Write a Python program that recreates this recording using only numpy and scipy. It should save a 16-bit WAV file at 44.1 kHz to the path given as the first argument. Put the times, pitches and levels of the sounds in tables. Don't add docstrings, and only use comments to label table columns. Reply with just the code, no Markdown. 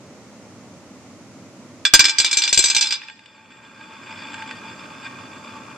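import sys
import numpy as np
from scipy import signal
from scipy.fft import rfft, irfft, next_fast_len
from scipy.io import wavfile
from scipy.ndimage import uniform_filter1d, minimum_filter1d, map_coordinates

SR = 44100
rng = np.random.default_rng(int(sys.argv[2]) if len(sys.argv) > 2 else 0)


def to_wav(s):
    ch = np.atleast_2d(s).T
    pcm = np.round(np.clip(ch, -1, 1) * 32767)
    wavfile.write(sys.argv[1], SR, pcm.astype(np.int16))


N = 254456

# (nominal frequency [Hz], relative level [dB], left minus right [dB])
PLATE_MODES = [(332, -34, 0), (890, -26, -1), (1580, -7, 2), (1930, -23, -2), (2356, -2, 1),
               (2625, -11, -2), (2890, -13, 2), (3430, -6, -6), (3540, -5, 3), (3780, -8, 1), (4120, -5, 3),
               (4248, -9, -3), (4685, -7, -2), (4805, 0, -6), (5115, -4, -2), (5155, -5, -2),
               (5447, -9, -1), (5960, -2, -14), (6288, -8, -3), (6680, -10, -7), (6830, -12, 3),
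               (7450, -9, 13), (7555, -2, 19), (7915, -7, 15), (8110, -11, 13), (8490, -19, 16)]
# (frequency [Hz], relative density [dB per Hz])
GRIT_SPECTRUM = [(500, -22), (1200, -0.5), (2600, 8.5), (3500, -1.5), (4100, -5), (5200, -11.5),
                 (6000, -15.5), (8000, -9), (10000, -50.5)]
TURNS_PER_S = 63


def amp(db):
    return 10 ** (np.asarray(db) / 20)


def unit(x):
    return x / np.sqrt(np.mean(x ** 2) + 1e-20)


def along(points, hz):
    f, v = np.transpose(points)
    return np.interp(np.log(hz + 1), np.log(f + 1), v)


def curves(rows):
    s, *cols = np.transpose(rows)
    return [np.interp(np.arange(N) / SR, s, c) for c in cols]


def drift(rate):
    knots = rng.standard_normal(int(N * rate / SR) + 4)
    return map_coordinates(knots, [np.arange(N) * rate / SR])


def filtered(x, response):
    n = x.shape[-1]
    m = next_fast_len(n + SR // 8)
    return irfft(rfft(x, m) * response(np.fft.rfftfreq(m, 1 / SR)), m)[..., :n]


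def pair(alike, size):
    mid, side = rng.standard_normal((2, size))
    turn = np.arccos(np.clip(alike, -1, 1)) / 2
    return np.cos(turn) * mid + np.sin(turn) * np.array([side, -side])


def coloured(x, spectrum):
    return unit(filtered(x, lambda hz: amp(along(spectrum, hz))))


def add(track, s, sound):
    part = track[..., round(s * SR):][..., :sound.shape[-1]]
    part += sound[..., :part.shape[-1]]


def clinks(clash_db=-7, clash_t60=0.077, crack_db=-1, crack_t60=0.0065):
    # (frequency [Hz], relative density [dB per Hz])
    clash_spectrum = [(200, -15.5), (600, -19), (1000, -5), (1700, 3), (3500, 8), (6800, -13.5), (8100, -8),
                      (13500, -12)]
    low_ring_db, rim_low_ring_db = -7, -12
    out = np.zeros((2, N))
    t = np.arange(SR // 2) / SR
    early = slice(SR // 70)
    mode_hz = np.array(PLATE_MODES)[:, 0]
    lag = rng.normal(0, 1.0, (len(PLATE_MODES), 1, 1))

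    def register(hz):
        return np.digitize(hz, [1000, 2000, 5600])

    for s, level, treble, strongest_hz in contacts():
        low = low_ring_db + rim_low_ring_db * outward(s)
        modes = ring(t, strongest_hz, lag)
        clash = amp(clash_db) * coloured(pair(0.83, len(t)), clash_spectrum)
        for bands, db in ([1], low), ([0, 2], 0), ([3], treble):
            part = filtered(clash, lambda hz: np.isin(register(hz), bands))
            part = part * amp(-60 * t / clash_t60)
            part += modes[np.isin(register(mode_hz), bands)].sum(0)
            add(out, s, amp(level + db) * part / part[:, early].std())
        crack = coloured(pair(0.63, len(t)), clash_spectrum)
        add(out, s, amp(level + crack_db - 60 * t / crack_t60) * crack)
    return out


def ring(t, strongest_hz, lag, t60=0.089, slow_hz=600, favour_db=7, favour_hz=110, scatter_db=3.5,
         attack=0.00027):
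    hz, db, pan_db = np.transpose(PLATE_MODES)[:, :, None, None]
    chance = rng.standard_normal((len(PLATE_MODES), 3, 1, 1))
    favour = favour_db * np.exp(-((hz - strongest_hz) / favour_hz) ** 2)
    db = db + scatter_db * chance[:, 0] + favour
    apart = np.array([[.5], [-.5]])
    sides = amp(pan_db * apart) / np.hypot(amp(pan_db / 2), amp(-pan_db / 2))
    cycles = (hz + 8 * chance[:, 1]) * t + chance[:, 2]
    phase = 2 * np.pi * cycles + lag * apart
    life = t60 * (1 + (slow_hz / hz) ** 2)
    return amp(db - 60 * t / life) * sides * np.sin(phase) * (1 - np.exp(-t / attack))


def contacts(count=4):
    # (time [s], level [dB], slap over that [dB], treble [dB], strongest ring [Hz])
    bounces = [(1.8516, 1.5, -10, -11, 3430), (1.9369, 11.5, -9.5, -2.5, 6290), (1.9936, 6, -4.5, -5, 4810),
               (2.042, -2, 2.5, -7.5, 5040), (2.0833, -6, 2.5, -9, 4990)]
    # (time [s], level [dB], turns until the deepest touch, treble [dB], strongest ring [Hz])
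    rattles = [(2.1846, 0.5, 0.39, -3, 4810), (2.2457, -2, 0.057, -5, 4810), (2.3123, -3.5, 0.83, -3, 4970),
               (2.3707, -3.5, 0.21, 2.5, 7550), (2.4204, -3, 0.65, -7, 3540),
               (2.4766, -6.5, 0.19, -4.5, 5960), (2.5277, -2.5, 0.18, 1.5, 7560),
               (2.575, -0.5, 0.45, 2, 7550), (2.625, -2.5, 1.33, 1, 7900), (2.684, -4, 0.91, -0.5, 4120),
               (2.7481, -1, 0.76, -2, 3920), (2.81, -2, 0.36, -4, 4800), (2.856, -9.5, 0.76, -9, 5150),
               (2.907, -5, 0.8, -8.5, 5070)]
    # (lowest [Hz], highest [Hz])
    graze_ring = (3670, 5400)
    slap_s = 0.011
    graze_db, graze_dull_db, graze_limit_db = 5, 3, 15
    scatter_s = 0.0008
    for s, db, slap_db, treble_db, hz in bounces:
        yield s, db, treble_db, hz
        yield s + slap_s, db + slap_db, treble_db, hz
    turns = np.arange(count)
    for s, db, deepest, treble_db, hz in rattles:
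        off = np.abs(turns - deepest)
        loss = graze_db * (off ** 2 - off.min() ** 2)
        weaker = graze_limit_db * np.tanh(loss / graze_limit_db)
        duller = graze_dull_db * (off - off.min())
        uneven = scatter_s * np.sqrt(turns) * rng.standard_normal(count)
        times = s + turns / TURNS_PER_S + uneven
        rings = np.where(off == off.min(), hz, rng.uniform(*graze_ring, count))
        yield from zip(times, db - weaker, treble_db - duller, rings)


def outward(s):
    # (time [s], share of the way from the middle of the plate to its rim)
    path = [(1.95, 0), (2.19, 0.94), (2.85, 0.89), (3.15, 0.015)]
    return np.interp(s, *np.transpose(path))


def whir(roll_db=-45, scratch_db=1.5, turn_db=3, uneven_db=2.24, grain_db=3.0, grit_db=-6):
    # (time [s], relative scratching level [dB])
    glaze = [(4.03, -43.5), (4.12, -38), (4.538, -41), (4.954, -47), (5.074, -38.5), (5.09, -46),
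             (5.694, -47), (5.77, -53)]
    # (frequency [Hz], relative density [dB per Hz])
    roll_spectrum = [(500, -32), (800, -9), (1100, 15.5), (1350, 11), (2000, -6.5), (2700, 5), (3600, -46),
                     (6000, -21)]
    rim_scratch_db, rim_roll_db = 16.5, 10.5
    land_s, upright_s, settle_s = 1.94, 2.92, 0.8
    t = np.arange(N) / SR
    rim = outward(t)
    upright = np.clip((t - upright_s) / settle_s, 0, 1)
    scratching = (t > land_s) * amp(curves(glaze)[0] + scratch_db + rim_scratch_db * rim)
    rolling = amp(roll_db) * (upright + amp(rim_roll_db) * rim)
    pressure_db = turn_db * np.cos(2 * np.pi * TURNS_PER_S * t) + uneven_db * drift(35)
    grains = pair(0.93, N) * amp(pressure_db + grain_db * drift(900))
    scratch = unit(filtered(grains, centre)) + amp(grit_db) * coloured(grains, GRIT_SPECTRUM)
    roll = unit(coloured(pair(0.47, N), roll_spectrum) * amp(.5 * pressure_db))
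    return scratching * scratch + rolling * roll


def centre(hz, soft_hz=8400):
    # (frequency [Hz], width [Hz], relative level [dB])
    resonances = [(879.7, 18, 11.5), (1250, 630, -7), (1599, 46, 6.5), (1847, 7.7, 7), (2424, 65, 5),
                  (3446, 39, 5), (3590, 22, 0), (4360, 23, -5.5), (4658, 24, -1), (5116, 15, 1.5),
                  (5280, 16, -23), (7570, 11, 2.5)]
    modes = 0
    for k, (c, w, db) in enumerate(resonances):
        peak = 1j * hz * w / (c * c - hz * hz + 1j * hz * w)
        modes = modes + (-1) ** k * amp(db) * peak
    return modes / (1 + (hz / soft_hz) ** 12)


def skips(level_db=1, ring_db=-1):
    # (time [s], relative peak level [dB])
    specks = [(3.017, -12), (3.035, -18), (3.084, -13), (3.098, -13), (3.1916, -20.5), (3.2586, -21.5),
              (4.341, -19.5), (4.4224, -22.5), (4.4762, -30), (4.4912, -29), (4.5098, -20)]
    out = np.zeros((2, N))
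    t = np.arange(SR // 10) / SR
    for s, db in specks:
        push = pair(.8, len(t)) * t * np.exp(-t / .0014)
        tick = coloured(push, GRIT_SPECTRUM) + amp(ring_db) * unit(filtered(push, centre))
        add(out, s, amp(db + level_db) * tick / np.abs(tick).max())
    return out


def walls(x, t60=0.69, wet_db=-20):
    t = np.arange(SR // 2) / SR
    tail = coloured(rng.standard_normal((2, len(t))), [(3000, 5.5), (14000, -15.5)])
    tail = tail * amp(-60 * t / t60) * (t > .006)
    return amp(wet_db) * signal.fftconvolve(x, tail / np.linalg.norm(tail[0]), axes=1)[:, :N]


def room_noise(level_db=-43.5, hiss_top_hz=14300):
    # (frequency [Hz], relative level [dB])
    room_spectrum = [(15, -86), (25, -27.5), (58, -29.5), (102, -4), (144, -8), (250, -0.5), (403, -11.5),
                     (599, -9), (684, -15), (1360, -19.5), (1640, -24), (2080, -21.5), (3530, -28.5),
                     (6670, -24.5), (14000, -48.5)]
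    # (frequency [Hz], likeness as a correlation)
    likeness = [(60, 0.69), (240, 0.98), (940, 0.96), (3710, 0.0033), (14700, -0.36)]

    def colour(hz):
        turn = np.arccos(np.clip(along(likeness, hz), -1, 1)) / 2
        return amp(along(room_spectrum, hz)) * (hz < hiss_top_hz) * [np.cos(turn), np.sin(turn)]

    mid, side = filtered(rng.standard_normal((2, N)), colour)
    noise = unit(np.array([mid + side, mid - side]))
    return amp(level_db) * noise * amp([[-.4], [.4]])


def scene():
    # (frequency [Hz], gain [dB])
    mic_response = [(8100, -0.5), (9300, -3), (13500, -15), (15000, -24.5)]
    top = filtered(clinks() + whir() + skips(), lambda hz: amp(along(mic_response, hz)))
    return top + walls(top) + room_noise()


def overload(x, knee_db=4, left_db=1.0, limit_db=9, thump_db=-3):
    # (frequency [Hz], relative level [dB])
    thump_spectrum = [(25, -3.5), (70, -3), (380, 0.5), (700, 2.5), (1400, -24)]
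    steepness = np.abs(np.diff(x, prepend=0)) * amp([[left_db], [-left_db]])
    excess = np.maximum(steepness - amp(knee_db), 0)
    excess = amp(limit_db) * np.tanh(excess / amp(limit_db))

    def thump(hz):
        return amp(along(thump_spectrum, hz)) * 1j * hz / (1j * hz + 30)

    return x + amp(thump_db) * filtered(excess, thump)


def gain_control(x, threshold_db=-10, depth_db=13, hold=0.33, release_db=13.0):
    over = np.clip(20 * np.log10(np.abs(x).max(0) + 1e-9) - threshold_db, 0, depth_db)
    size = 2 * int(hold * SR / 2) + 1
    held = -minimum_filter1d(-over, size, origin=size // 2 - SR // 1000)
    climb = release_db * np.arange(N) / SR
    gain_db = climb - np.maximum.accumulate(held + climb)
    return x * amp(uniform_filter1d(gain_db, size=SR // 1000))


def record(dry):
    x = gain_control(overload(dry))
    x = x / (1 + np.abs(x) ** 8) ** (1 / 8)
    top_hz = 15289
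    return filtered(x, lambda hz: 1 / (1 + (hz / top_hz) ** 60))


dry = scene()
out = record(dry)
to_wav(out)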